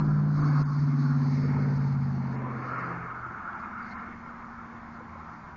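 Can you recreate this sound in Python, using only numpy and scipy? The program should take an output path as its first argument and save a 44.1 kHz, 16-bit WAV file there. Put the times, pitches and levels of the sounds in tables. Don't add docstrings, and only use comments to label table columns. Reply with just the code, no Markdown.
import sys
import numpy as np
from scipy import signal
from scipy.io import wavfile
from scipy.ndimage import uniform_filter1d, map_coordinates

SR = 44100
rng = np.random.default_rng(int(sys.argv[2]) if len(sys.argv) > 2 else 0)


def to_linear_factor(level_db):
    exponent = np.asarray(level_db, float) / 20
    return 10 ** exponent


def digitize_waveform(pressure):
    field = np.atleast_2d(pressure).T
    bounded = np.clip(field, -1, 1)
    quanta = np.round(bounded * 32767).astype(np.int16)
    wavfile.write(sys.argv[1], SR, quanta)


N = 245337

# (time [s], frequency [Hz])
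FIRING = [(0, 149), (.3, 148.6), (.45, 148), (.6, 145.8), (.9, 144.2), (1.2, 142.5), (1.6, 141.9),
          (1.8, 139.9), (2.1, 136.1), (2.4, 131), (2.55, 128.6), (2.85, 127.2), (3, 124.3), (3.3, 121.2),
          (3.6, 120), (4.2, 118), (4.8, 117.3), (5.56, 115.7)]
# (time [s], level [dB])
EXHAUST = [(0.0, -25.5), (0.148, -23.5), (0.301, -25), (0.612, -22), (0.72, -26.5), (0.829, -23),
           (0.92, -25.5), (1.049, -24.5), (1.501, -26.5), (1.952, -26), (2.249, -32), (2.55, -36.5),
           (2.7, -41), (2.869, -41.5), (3.15, -48.5), (3.281, -47), (3.4, -60.5), (5.56, -60.5)]
# (order [-], level re leading level [dB])
ORDER_GROUPS = [
    [(5, 0), (6, -6)],
    [(7, -16), (8, 0), (9, -20.5)],
    [(10, -12.5), (11, 1.5), (12, -25)],
    [(13, -2), (14, 1), (15, -11.5)],
    [(15, -7), (16, 0)],
]
BLOOMING_ORDERS = (5, 11, 14, 16)
# (order [-], peak [s], rise [s], fall [s], level [dB])
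BLOOMS = [(5, .15, 0.25, 0.42, -45.5), (5, 1.55, 0.36, 0.22, -44), (5, 2, .15, 0.3, -43),
          (11, 0.17, 0.29, 0.29, -34.5), (11, .7, .08, 0.044, -44.5), (14, 0.046, 0.12, 0.088, -41),
          (11, 1.65, 0.39, 0.6, -38.5), (11, 2.2, 0.24, 0.13, -40), (11, 2.95, 0.22, 0.13, -44),
          (11, 5.4, 0.58, .3, -58), (14, .6, 0.36, 0.17, -39), (14, .95, 0.17, 0.31, -36.5),
          (14, 1.3, 0.43, 0.75, -36), (14, 2.15, 0.23, .45, -40.5), (14, 3.45, 0.17, 0.091, -55),
          (14, 3.95, 0.43, 0.21, -51), (16, .45, 0.094, 0.13, -39.5), (16, 0.89, 0.28, 0.36, -46.5),
          (16, 2.4, 0.18, 0.41, -45), (16, 3.9, .4, .9, -49), (16, 4.9, .7, .5, -51)]
BLOOM_FLOOR_DB = -62.5
# (peak [s], rise [s], fall [s], level [dB])
PUFFS = [
    (.2, 0.41, 0.16, -47),
    (.5, .15, .1, -46.5),
    (.612, .02, 0.01, -41),
    (1.6, .3, .25, -44),
    (2.45, .2, .3, -44),
    (2.9, 0.33, 0.15, -46),
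]
RUSH_DB, CLOSEST_S, LEAVING_S = -51, 2.2, 0.89
# (frequency [Hz], density [dB per Hz])
RUSH = [(60, -31), (110, -6), (200, -4), (330, -4.5), (480, -9), (650, -25), (900, -34)]
# (time [s], exhaust band [Hz], tyre band [Hz])
ECHO = [(0, 326.5, 990), (.5, 331.5, 1066), (1.1, 299, 1122), (1.35, 432, 911), (1.7, 427.3, 944),
        (2.2, 407, 873), (2.5, 476, 1035), (2.8, 548, 1112), (3.1, 381, 1002), (3.6, 333, 1080),
        (4.3, 300.6, 1057), (5.56, 316.5, 997)]
# (time [s], roar [dB], tread re roar [dB], cavity share [0-1])
ROAD = [(0.0, -41, -27.5, 0.7), (.1, -43.5, -24.5, .5), (.32, -47, -22, 0.5), (.45, -38.5, -17.5, .3),
        (.617, -37.5, -14, 0.2), (.66, -41, -15, .3), (.9, -47.5, -14, 0.2), (1.12, -43, -17, .3),
        (1.3, -47.5, -6, 0.3), (1.55, -44.5, -9, 0.5), (2.1, -50, -11.5, 0.2), (2.42, -45.5, -8, 0.1),
        (2.8, -33.5, -13, .7), (3.2, -43, -12, 0.9), (3.44, -38.5, -17, 0.9), (4.06, -43.5, -9.5, .7),
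        (4.16, -48.5, -9, 0.7), (5.56, -50, -12, .3)]
# (frequency [Hz], density [dB per Hz])
ROAR = [(450, -37.5), (650, -8), (850, -3.5), (1200, 0), (1450, -3), (1700, -5.5), (2000, -34), (2500, -37)]
# (frequency [Hz], width [Hz])
CAVITY = (1360, 210)
# (frequency [Hz], density [dB per Hz])
TREAD = [(1400, -30), (1800, 6), (2000, -3.5), (2150, 3.5), (2400, -8.5), (2800, -16), (3400, -36),
         (4000, -36.5)]
# (peak [s], rise [s], fall [s], level [dB])
SINGS = [
    (1.4, 0.17, 0.24, -65),
    (3.1, 0.13, 0.15, -65),
    (3.95, .2, .15, -58),
]
# (frequency [Hz], width [Hz])
SING = (2140, 140)
# (time [s], frequency [Hz], t60 [s], level [dB])
KNOCKS = [
    (1.567, 927, 0.036, -25),
    (3.533, 2620, 0.0053, -41.5),
    (3.531, 3290, 0.004, -45),
    (5.005, 500, 0.057, -36),
    (5.157, 556, 0.019, -33),
    (5.156, 734, 0.051, -51),
]
# (time [s], length [s], start [Hz], end [Hz], level [dB])
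CHIRPS = [
    (3.822, .014, 4900, 4600, -60),
    (3.84, .012, 4400, 4600, -66),
    (3.856, .012, 4500, 4800, -67),
    (3.908, .028, 3700, 4450, -58),
]
# (peak [s], rise [s], fall [s], level [dB])
GUSTS = [(0., .01, 0.009, -53), (0.471, 0.14, .08, -58.5), (.6, .1, 0.11, -58.5), (.78, 0.066, .08, -59),
         (1.05, 0.28, 0.17, -62), (1.38, 0.23, .2, -60.5), (1.7, 0.24, 0.31, -64), (2.719, .2, 0.28, -68.5),
         (3.6, 0.0091, 0.026, -70), (3.92, 0.11, 0.025, -67), (4.93, .03, 0.045, -72),
         (5.33, 0.12, 0.076, -77.5)]
EARLY_FLOOR_DB, LATE_FLOOR_DB, DROP_S = -67.5, -83.5, 2.36
# (frequency [Hz], density [dB per Hz])
RUSTLE = [(1940, -48.5), (3300, -18), (3890, -9), (4240, -0.5), (4430, 0), (4890, -2.5), (5740, -9.5),
          (6490, -9.5), (6860, -15.5), (7260, -35.5), (9440, -51.5), (16000, -120)]
# (time [s], level [dB])
WIND = [(0.0, -55), (0.62, -43.5), (0.74, -58.5), (0.88, -66.5), (1.04, -55), (1.67, -50), (2.82, -69),
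        (2.93, -52), (3.17, -64), (4.65, -58.5), (5.13, -68), (5.56, -61)]
# (frequency [Hz], density [dB per Hz])
BUFFET = [(10, -6), (25, 4), (60, 0), (85, -7), (130, -24.5)]
# (frequency [Hz], width [Hz], level [dB])
HUM = [(83.9, 5, -60), (159.3, 6.8, -62)]
# (frequency [Hz], density [dB per Hz])
AIR = [(15, -20), (30, -5), (180, -4.5), (260, -8.5), (370, -15.5), (580, -14.5), (750, -6), (1050, -2),
       (1400, -4.5), (1650, -12.5), (2200, -19), (2700, -32.5), (4700, -36), (7600, -40)]
AIR_DB = -47.5
# (time [s], depth [dB], recovery [s])
DIP = (.617, -6, 0.09)
# (frequency [Hz], step re band level [dB])
STEP = [(1, -8), (300, -4), (600, 3), (1500, 5), (2500, 9), (4000, 13.5), (8000, 14)]
BAND_EDGES = np.unique(np.round(np.cumsum(np.maximum(8, 4.4 * 1.068 ** np.arange(44))))).astype(int)
SHORT_BLOCKS = [0, 6, 9, 10, 11, 12, 13, 24, 27, 30, 36, 43, 55, 60, 61, 77]
BLOCK_OFFSET = 804


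def evened(x):
    return x / np.sqrt(np.mean(x ** 2) + 1e-20)


def read(points, hz):
    f, value = np.transpose(points)
    return np.interp(np.log(hz + 1), np.log(f + 1), value, left=-99, right=-99)


def follow(rows):
    s, *columns = np.transpose(rows)
    return [np.interp(np.arange(N) / SR, s, c) for c in columns]


def add(mix, s, sound):
    part = mix[round(s * SR):][:len(sound)]
    part += sound[:len(part)]


def drift(per_s):
    steps = rng.standard_normal(4000)
    at = np.arange(0, N + 64, 64)
    curve = map_coordinates(steps, [at / SR * per_s], order=3)
    return evened(np.interp(np.arange(N), at, curve))


def swells(rows, floor_db):
    t, power = np.arange(N) / SR, to_linear_factor(2 * floor_db)
    for s, rise_s, fall_s, db in rows:
        width_s = np.where(t < s, rise_s, fall_s)
        power = power + to_linear_factor(2 * db) * np.exp(-2 * ((t - s) / width_s) ** 2)
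    return 10 * np.log10(power)


def resonate(x, hz, width_hz):
    turn = np.exp(2j * np.pi * np.cumsum(hz * np.ones(len(x))) / SR)
    r = np.exp(-np.pi * width_hz / SR)
    return 2 * (turn * signal.lfilter([1 - r], [1, -r], x / turn)).real


def noise(spectrum, patchy_db, flicker_db):
    frames, hz = N // 256 + 5, np.fft.rfftfreq(1024, 1 / SR)
    a, b, patches = rng.standard_normal((frames, 513, 3)).T
    patches = uniform_filter1d(patches, size=7, axis=0)
    patches = evened(uniform_filter1d(patches, size=12, axis=1))
    flicker = evened(uniform_filter1d(rng.standard_normal(frames), size=5))
    level_db = read(spectrum, hz)[:, None] + patchy_db * patches + flicker_db * flicker
    z = (a + 1j * b) * to_linear_factor(level_db)
    return evened(signal.istft(z, nperseg=1024, noverlap=768)[1][:N])


def rush_level():
    away = np.maximum(np.arange(N) / SR - CLOSEST_S, 0) / LEAVING_S
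    return swells(PUFFS, RUSH_DB - 10 * np.log10(1 + away ** 2))


def engine(rush_db):
    cycle_hz = follow(FIRING)[0] / 8
    turns = np.cumsum(cycle_hz * (1 + .001 * drift(per_s=20))) / SR
    echo_hz = follow(ECHO)[0]
    blooms = []
    for strong in BLOOMING_ORDERS:
        blooms.append(swells([b[1:] for b in BLOOMS if round(b[0]) == strong], BLOOM_FLOOR_DB))
    lope_db, *overtones_db = blooms
    high = [(order, -12 - 2.1 * np.sqrt(order - 17)) for order in range(17, 50)]
    levels = [lope_db, follow(EXHAUST)[0], *overtones_db, rush_db]
    out = np.zeros(N)
    for level_db, orders in zip(levels, ORDER_GROUPS + [high]):
        for order, db in orders:
            waver_db = (.3 - .15 * db) * drift(per_s=2.5)
            echo_db = 2.2 * (order > 16) * np.exp(-((order * cycle_hz - echo_hz) / 55) ** 2)
            tone = np.cos(2 * np.pi * (round(order) * turns + rng.random()))
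            out += to_linear_factor(level_db + db + waver_db + echo_db) * tone
    return np.sqrt(2) * out


def exhaust_rush(rush_db):
    rush = noise(RUSH, patchy_db=2, flicker_db=3)
    rush = evened(rush + 1.3 * resonate(rush, follow(ECHO)[0], width_hz=70))
    return to_linear_factor(rush_db + .7 * drift(per_s=30)) * rush


def tyres():
    roar_db, bright_db, share = follow(ROAD)
    roar_db = roar_db + .7 * drift(per_s=40)
    roar = noise(ROAR, patchy_db=2.2, flicker_db=.05)
    echo = resonate(roar, follow(ECHO)[1], width_hz=80)
    cavity = resonate(roar, *CAVITY)
    roar = evened(roar + 4 * ((1 - share) * echo + share * cavity))
    tread = noise(TREAD, patchy_db=1.5, flicker_db=1.55)
    song = evened(resonate(resonate(tread, *SING), *SING))
    out = to_linear_factor(roar_db) * roar + to_linear_factor(roar_db + bright_db) * tread
    return out + to_linear_factor(swells(SINGS, floor_db=-76.5)) * song


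def knocks():
    out, t = np.zeros(N), np.arange(4000) / SR
    for s, hz, t60_s, db in KNOCKS:
        envelope = to_linear_factor(db - 60 * t / t60_s) * (1 - np.exp(-15 * t / t60_s))
        add(out, s, envelope * np.sin(2 * np.pi * hz * t))
    return out


def bird():
    out = np.zeros(N)
    for s, length_s, start_hz, end_hz, db in CHIRPS:
        u = np.linspace(0, 1, round(length_s * SR))
        hz = start_hz + (end_hz - start_hz) * np.sin(np.pi / 2 * u)
        add(out, s, to_linear_factor(db) * np.sin(np.pi * u) * np.sin(2 * np.pi * np.cumsum(hz) / SR))
    return out


def leaves():
    early_db = swells([g for g in GUSTS if g[0] < DROP_S], EARLY_FLOOR_DB)
    late_db = swells([g for g in GUSTS if g[0] >= DROP_S], LATE_FLOOR_DB)
    level_db = np.where(np.arange(N) / SR < DROP_S, early_db, late_db)
    return to_linear_factor(level_db + 1.1 * drift(per_s=30)) * noise(RUSTLE, patchy_db=.7, flicker_db=1.43)


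def wind():
    level_db = follow(WIND)[0] + .77 * drift(per_s=16)
    return to_linear_factor(level_db) * noise(BUFFET, patchy_db=3, flicker_db=.7)


def far_motor():
    rumble, out = rng.standard_normal(N), np.zeros(N)
    for hz, width_hz, db in HUM:
        out += to_linear_factor(db) * evened(resonate(resonate(rumble, hz, width_hz), hz, width_hz))
    return out


def still_air():
    return to_linear_factor(AIR_DB) * noise(AIR, patchy_db=.84, flicker_db=.45)


def scene():
    rush_db = rush_level()
    pickup = engine(rush_db) + exhaust_rush(rush_db) + tyres()
    nearby = knocks() + bird() + leaves() + wind()
    return (pickup + nearby + far_motor() + still_air())[None]


def gain_control(x):
    s, depth_db, recovery_s = DIP
    after_s = np.arange(N) / SR - s
    fall = np.clip(after_s / .0083, 0, 1)
    return x * to_linear_factor(depth_db * fall * np.exp(-np.maximum(after_s, 0) / recovery_s))


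def rounded(x, size, top_hz, coarse_db):
    n, k, group = np.arange(2 * size)[:, None], np.arange(size), 1024 // size
    hz = k * 8000 / size
    window = signal.windows.kaiser_bessel_derived(2 * size, 4 * np.pi)[:, None]
    basis = np.sqrt(2 / size) * window * np.cos(np.pi / size * (n + .5 + size / 2) * (k + .5))
    halves = x.reshape(-1, size)
    c = np.hstack([np.roll(halves, 1, axis=0), halves]) @ basis

    band = np.searchsorted(BAND_EDGES, k * group, "right")
    member = band[:, None] == np.unique(band)
    level_db = 20 * np.log10(abs(c) + 1e-9) @ (member / member.sum(0))
    level_db = level_db.reshape(-1, group, member.shape[1]).mean(1)
    wander = evened(uniform_filter1d(rng.standard_normal(level_db.shape), size=3, axis=0))
    level_db = uniform_filter1d(level_db, size=3, axis=1) + 1.1 * wander
    busy_db = level_db.mean(1, keepdims=True)
    level_db = level_db + .25 * (busy_db - busy_db.mean())

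    step_db = np.repeat(level_db, group, axis=0) @ member.T + read(STEP, hz + 1) + coarse_db
    step = to_linear_factor(step_db)
    count = np.floor((abs(c) / step) ** .75 + .4054)
    c = np.sign(c) * step * count ** (4 / 3) * (hz < top_hz)
    c = c * np.where(abs(hz - 3995) < 22, .15, 1)
    back = c @ basis.T
    return (np.roll(back[:, :size], -1, axis=0) + back[:, size:]).ravel()


def camera_storage(x):
    blocks, shift = 90, 512
    lead = 2 * 1024 - BLOCK_OFFSET - shift
    low = np.pad(signal.resample_poly(x, 160, 441), (lead, 4096))[:blocks * 1024]
    long = np.roll(rounded(np.roll(low, shift), size=1024, top_hz=7260, coarse_db=-.17), -shift)
    short = rounded(low, size=128, top_hz=7400, coarse_db=-1.82)
    is_short = np.isin(np.arange(blocks) - 1, SHORT_BLOCKS)
    switch = uniform_filter1d(np.repeat(is_short, 1024) * 1., size=128)
    mixed = (long + switch * (short - long))[lead:]
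    return signal.resample_poly(mixed, 441, 160)[:N]


def band_limit(x):
    return signal.sosfilt(signal.butter(12, 7410, fs=SR, output="sos"), x)


def record(dry):
    mix = camera_storage(gain_control(dry[0]))[None]
    return band_limit(mix)


dry = scene()
out = record(dry)
digitize_waveform(out)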